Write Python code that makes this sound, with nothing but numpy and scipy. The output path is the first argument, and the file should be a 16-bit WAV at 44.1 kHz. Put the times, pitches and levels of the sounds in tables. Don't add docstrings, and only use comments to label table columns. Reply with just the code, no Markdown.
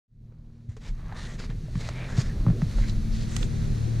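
import sys
import numpy as np
from scipy import signal
from scipy.fft import rfft, irfft
from scipy.io import wavfile
from scipy.ndimage import uniform_filter1d

SR = 44100
rng = np.random.default_rng(int(sys.argv[2]) if len(sys.argv) > 2 else 0)


def materialize(psi):
    bounded = np.clip(np.atleast_2d(psi).T, -1, 1)
    quanta = np.round(bounded * 32767).astype(np.int16)
    wavfile.write(sys.argv[1], SR, quanta)


N = 176400


def undb(db):
    return 10 ** (np.asarray(db) / 20)


def unit(x):
    return x / np.sqrt(np.mean(x ** 2))


def curve(table, column):
    rows = np.array(table)
    return np.interp(np.arange(N) / SR, rows[:, 0], rows[:, column])


def colour(x, spectrum, patchy_db=0):
    hz, db = np.array(spectrum).T
    log_hz = np.log(np.fft.rfftfreq(len(x), 1 / SR) + 1)
    knots = np.linspace(np.log(300), np.log(16000), 36)
    bumps = np.interp(log_hz, knots, rng.standard_normal(len(knots)))
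    gain_db = np.interp(log_hz, np.log(hz), db) + patchy_db * bumps
    return irfft(rfft(x) * undb(gain_db), len(x))


def wander(rate_hz):
    hold = max(int(SR / rate_hz), 1)
    steps = np.repeat(rng.standard_normal(N // hold + 1), hold)
    return unit(uniform_filter1d(uniform_filter1d(steps, hold), hold)[:N])


def add(out, start_s, sound):
    i = int(start_s * SR)
    out[:, i:i + sound.shape[-1]] += sound[..., :N - i]


def pan(left_db):
    gains = undb(np.array([[left_db], [-left_db]]) / 2)
    return gains / gains.mean()


def spread(mid, side, width):
    return mid + width * side * np.array([[1], [-1]])


# (frequency [Hz], gain [dB])
SIDE_SPECTRUM = [(400, 2.5), (750, 8), (1300, 1.5), (2400, -6.5), (4200, -14), (6000, 0), (15000, 0)]


def open_air(mid, side, width):
    return spread(mid, colour(side, SIDE_SPECTRUM), width)


def noise(spectrum, width):
    mid, side = (unit(colour(rng.standard_normal(N), spectrum)) for _ in range(2))
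    return open_air(mid, side, width)


# (time [s], rumble [dB], rush [dB], rustle [dB])
WIND_LEVELS = [(0, -48, -71, -73.5), (.3, -47, -64, -81), (.66, -51.5, -62.5, -73), (.9, -36.5, -64, -63.5),
               (1.4, -35, -50, -60.5), (1.62, -32.5, -49.5, -57), (2.05, -34, -49, -53.5),
               (2.35, -27, -43.5, -54), (2.52, -25.5, -37.5, -53), (2.72, -29, -47, -48.5),
               (3.05, -26, -48, -51.5), (3.3, -27, -43, -48.5), (4, -30, -41.5, -49)]
# (frequency [Hz], gain [dB])
RUMBLE_SPECTRUM = [(10, -15), (22, -1), (36, 1.5), (55, -9.5), (110, -8.5), (170, -16.5), (230, -20.5),
                   (330, -36), (800, -69)]
RUSH_SPECTRUM = [(80, -35), (180, 8.5), (280, -0.5), (400, -2.5), (600, -11.5), (900, -26.5), (2000, -64)]
RUSTLE_SPECTRUM = [(200, 13.5), (800, 3.5), (1900, 6), (3100, 0.5), (4200, 6), (5100, 0), (6100, 1.5),
                   (8000, -7), (10000, -9), (13000, -19), (15000, -40)]


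def wind():
    rumble_db, rush_db, rustle_db = (curve(WIND_LEVELS, column) for column in (1, 2, 3))
    gust_db = 1.2 * wander(rate_hz=15)
    rumble = noise(RUMBLE_SPECTRUM, width=0.26) * undb(rumble_db + gust_db)
    rush = noise(RUSH_SPECTRUM, width=0.48) * undb(rush_db + gust_db)
    rustle = noise(RUSTLE_SPECTRUM, width=0.98) * undb(rustle_db + 0.7 * wander(rate_hz=24.88))
    return rumble + rush * pan(left_db=8.5) + rustle * pan(left_db=-1.5)


# (time [s], speed [rev/s])
CRANK_SPEED = [(0, 37.2), (.5, 38.6), (1.0, 39), (1.6, 38.3), (2.0, 42), (2.3, 39.8), (2.7, 36.1),
               (3.0, 36.4), (3.4, 37.4), (3.75, 37.3), (4, 38.2)]
# (time [s], orders up to 5 [dB], orders above 5 [dB])
ENGINE_LEVELS = [(0, -50, -55.5), (.5, -49, -48), (1.5, -45, -54.5), (2.1, -39, -56.5), (2.8, -36, -32),
                 (3.3, -33.5, -29), (3.7, -31, -32.5), (4, -28.5, -37.5)]
# (multiple of crank speed [-], level offset [dB])
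EXHAUST_ORDERS = [(2, -9.5), (3, 0.5), (4, -7), (6, -8.5), (8, -26)]


def engine():
    speed_hz = curve(CRANK_SPEED, 1) * (1 + 0.004 * wander(rate_hz=12))
    crank_rad = 2 * np.pi * np.cumsum(speed_hz) / SR
    lower_db, upper_db = curve(ENGINE_LEVELS, 1), curve(ENGINE_LEVELS, 2)
    drone = np.zeros(N)
    for order, offset_db in EXHAUST_ORDERS:
        level_db = offset_db + (upper_db if order > 5 else lower_db) + 1.5 * wander(rate_hz=7.8)
        drone += undb(level_db) * np.sin(order * crank_rad + 2 * np.pi * rng.random())
    return np.sqrt(2) * drone * pan(left_db=4)


def thumps(table, rise_s, sag=0.16):
    out, t = np.zeros((2, N)), np.arange(SR // 2) / SR
    envelope = t / rise_s * np.exp(1 - t / rise_s)
    glide = 1 + sag * (2 * np.exp(-t / (2 * rise_s)) - 1)
    for start_s, peak_db, centre_hz in table:
        phase_rad = 2 * np.pi * np.cumsum(centre_hz * glide) / SR
        add(out, start_s, -undb(peak_db) * envelope * np.sin(phase_rad))
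    return out


# (time [s], peak [dB], centre pitch [Hz])
AIR_BUFFETS = [(.888, -21.5, 29.7), (2.745, -16.5, 37.3)]


def buffets():
    return thumps(AIR_BUFFETS, rise_s=0.024)


# (time [s], peak [dB], centre pitch [Hz])
BODY_JOLTS = [(.688, -25.5, 96), (1.342, -29.5, 140), (1.494, -25.5, 148), (1.636, -27, 144.3),
              (1.756, -19, 146.7), (1.772, -18.5, 135), (2.182, -10.5, 128.5), (2.468, -12.5, 142),
              (2.486, -12.5, 151.6), (2.503, -13, 144), (2.624, -14.5, 158)]


def jolts():
    return thumps(BODY_JOLTS, rise_s=0.0056)


# (time [s], level [dB], ring [Hz], crack gain [dB], crack cutoff [Hz], decay [s])
MUD_CLICKS = [(.322, -53, 480, -3, 2500, 0.0046), (0.767, -41.5, 438, -1, 5500, 0.0097),
              (1.123, -34.5, 845, 0.5, 2000, 0.0058), (1.4, -39.5, 1430, 3, 5000, 0.0053),
              (1.684, -39.5, 600, -14, 2500, 0.0063), (1.754, -36.5, 1130, 3, 3500, 0.0032),
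              (1.889, -28, 624, 3, 5230, 0.0034), (2.4653, -29, 547, 2.5, 1730, 0.0043),
              (2.483, -28.5, 557, -1.5, 1970, 0.0035), (2.501, -31.5, 670, 3, 2400, 0.00334),
              (2.619, -31, 550, 8, 2340, 0.0015), (2.783, -38.5, 528, 5, 2000, 0.01),
              (2.837, -40.5, 1590, 6, 2480, 0.0092), (2.896, -37.5, 3950, 3, 5750, 0.0041),
              (3.365, -26.5, 1937, 9, 8800, 0.0028), (3.428, -29.5, 1460, 6.5, 3950, 0.0017),
              (3.4305, -27.5, 3486, -3, 4500, 0.0021)]
# (frequency [Hz], gain [dB])
CRACK_SPECTRUM = [(300, 8), (1000, 4), (2000, 3), (3000, -4.5), (4500, -2.5), (7000, 0), (9000, -3.5),
                  (15000, -17)]


def clicks(left_lag_s=0.00016):
    out, t = np.zeros((2, N)), np.arange(SR // 10) / SR
    for start_s, level_db, ring_hz, crack_db, cutoff_hz, decay_s in MUD_CLICKS:
        low_hz = min(0.88 * ring_hz, cutoff_hz / 2)
        band = signal.butter(2, [low_hz, cutoff_hz], "bandpass", fs=SR, output="sos")
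        burst = colour(rng.standard_normal(len(t)), CRACK_SPECTRUM)
        crack = undb(crack_db) * unit(signal.sosfilt(band, burst)) / 2
        right = (np.sin(2 * np.pi * ring_hz * t) + crack) * np.exp(-t / decay_s)
        left = np.interp(t - left_lag_s, t, right, left=0)
        add(out, start_s, undb(level_db) * np.array([left, right]) * pan(left_db=-16.5))
    return out


GRAINS_PER_S, NEAR_PAN_DB = 4000, 1.5
# (start [s], end [s], level [dB], start pitch [Hz], end pitch [Hz])
MUD_SQUELCHES = [(1.105, 1.226, -52, 830, 1330), (1.186, 1.343, -52.5, 1840, 1950),
                 (1.943, 2.087, -48.5, 2190, 2430), (2.001, 2.2, -54, 1550, 1800),
                 (2.262, 2.346, -51.5, 1730, 1780), (2.326, 2.394, -43.5, 350, 480),
                 (2.787, 2.896, -53.5, 2070, 2170)]


def squelches(bandwidth_hz=230):
    out, pole = np.zeros((2, N)), np.exp(-np.pi * bandwidth_hz / SR)
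    for start_s, end_s, level_db, from_hz, to_hz in MUD_SQUELCHES:
        press = np.linspace(0, 1, int((end_s - start_s) * SR))
        pitch_hz = from_hz + (to_hz - from_hz) * press
        carrier = np.exp(2j * np.pi * np.cumsum(pitch_hz) / SR)
        bursts = rng.standard_normal(SR) * (rng.random(SR) < GRAINS_PER_S / SR)
        ring = (carrier * signal.lfilter([1], [1, -pole], bursts[:len(press)] / carrier)).imag
        envelope = np.sqrt(4 * press * (1 - press))
        add(out, start_s, undb(level_db) * unit(ring) * envelope * pan(NEAR_PAN_DB))
    return out


def grains(spectrum, resonance_hz, boost_db, size, scatter_db=3, half_width_oct=0.32):
    hits = rng.random(size) < GRAINS_PER_S / SR
    pulses = hits * rng.choice([-1, 1], size) * undb(scatter_db * rng.standard_normal(size))
    offset_oct = np.log2((np.fft.rfftfreq(size, 1 / SR) + 1) / resonance_hz)
    resonance = undb(boost_db / (1 + (offset_oct / half_width_oct) ** 2))
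    ringing = irfft(rfft(pulses) * resonance, size)
    return unit(colour(ringing, spectrum, patchy_db=1.3))


# (start [s], end [s], attack [s], rasp [dB], rasp resonance [Hz], hiss [dB], hiss resonance [Hz])
RUBS = [(0.199, 0.622, 0.089, -74.5, 990, -88, 4400), (0.689, 0.725, 0.0044, -62.5, 1890, -65.5, 6600),
        (0.797, 0.892, 0.073, -51, 2200, -53.5, 3570), (0.888, 1.165, 0.3, -48.5, 1220, -72, 4200),
        (1.139, 1.262, 0.035, -49.5, 1810, -50.5, 3870), (1.262, 1.354, 0.01, -50, 1900, -55.5, 6970),
        (1.375, 1.452, 0.023, -47, 2380, -49.5, 4500), (1.486, 1.516, 0.0136, -49, 2200, -63, 4300),
        (1.698, 1.817, 0.072, -55.5, 1800, -55, 4270), (1.787, 1.893, 0.019, -46, 2320, -49, 4400),
        (1.849, 2.077, 0.052, -46, 2340, -62, 3300), (2.063, 2.19, 0.037, -45, 1720, -54.5, 5800),
        (2.139, 2.215, 0.042, -43.5, 1800, -42, 5030), (2.217, 2.299, 0.024, -50.5, 1750, -53, 4630),
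        (2.337, 2.528, 0.13, -52, 1314, -79, 4180), (2.767, 2.852, 0.0079, -50.5, 1940, -53, 4210),
        (2.849, 2.89, 0.06, -46.5, 2080, -44, 4340), (3.111, 3.24, 0.015, -67, 2000, -49.5, 4170),
        (3.268, 3.446, 0.063, -53.5, 1872, -49.5, 7460)]
# (frequency [Hz], gain [dB])
RASP_SPECTRUM = [(450, 8.5), (800, 4), (1300, 0), (1550, 0.5), (1850, 1), (2300, -2.5), (2800, -7.5),
                 (4000, -8), (7000, -79)]
HISS_SPECTRUM = [(500, -16), (1500, 5), (2900, 3), (4100, 5), (5200, 3), (7000, 3), (8400, -4),
                 (10000, -10), (11500, -24), (15000, -24)]


def rubs(release_s=0.015, rasp_boost_db=7, hiss_boost_db=5.5, flutter_db=1.3):
    out, t = np.zeros((2, N)), np.arange(SR // 2) / SR
    for start_s, end_s, attack_s, rasp_db, rasp_hz, hiss_db, hiss_hz in RUBS:
        past_end_s = np.maximum(t - (end_s - start_s), 0)
        envelope = np.minimum(t / attack_s, 1) * np.exp(-past_end_s / release_s)
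        rasp = (RASP_SPECTRUM, rasp_db, rasp_hz, rasp_boost_db, NEAR_PAN_DB)
        hiss = (HISS_SPECTRUM, hiss_db, hiss_hz, hiss_boost_db, 0)
        for spectrum, level_db, resonance_hz, boost_db, pan_db in (rasp, hiss):
            mid, side = (grains(spectrum, resonance_hz, boost_db, len(t)) for _ in range(2))
            texture = open_air(mid, side, width=0.98) * pan(pan_db)
            add(out, start_s, undb(level_db) * envelope * texture)
    return out * undb(flutter_db * wander(rate_hz=70))


def pops(pops_per_s=70, centre_hz=2600, spread_oct=1.3, decay_cycles=1.5, max_over_rasp_db=12):
    out, t = np.zeros((2, N)), np.arange(SR // 50) / SR
    for start_s, end_s, attack_s, rasp_db, *_ in RUBS:
        length_s = end_s - start_s
        for when, pitch, strength in rng.random((int(length_s * pops_per_s), 3)):
            ring_hz = centre_hz * 2 ** (spread_oct * (2 * pitch - 1))
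            ring = np.sin(2 * np.pi * ring_hz * t) * np.exp(-t * ring_hz / decay_cycles)
            delay_s = when * length_s
            swell = min(delay_s / attack_s, 1)
            add(out, start_s + delay_s, undb(rasp_db + max_over_rasp_db) * swell * strength * ring)
    return out


def scene():
    return rubs() + squelches() + pops() + jolts() + buffets() + clicks() + engine() + wind()


def record(dry):
    t = np.arange(N) / SR
    fade_s, widen_s, cutoff_hz = (0.079, 0.26), (2.55, 4.2), 15300
    fade = np.interp(t, fade_s, (0, 1))
    width = np.sqrt(np.interp(t, widen_s, (0, 1)))
    mid, side = dry.mean(0), (dry[0] - dry[1]) / 2
    lowpass = signal.ellip(8, 0.2, 70, cutoff_hz, fs=SR, output="sos")
    return signal.sosfilt(lowpass, spread(mid, side, width) * fade)


dry = scene()
out = record(dry)
materialize(out)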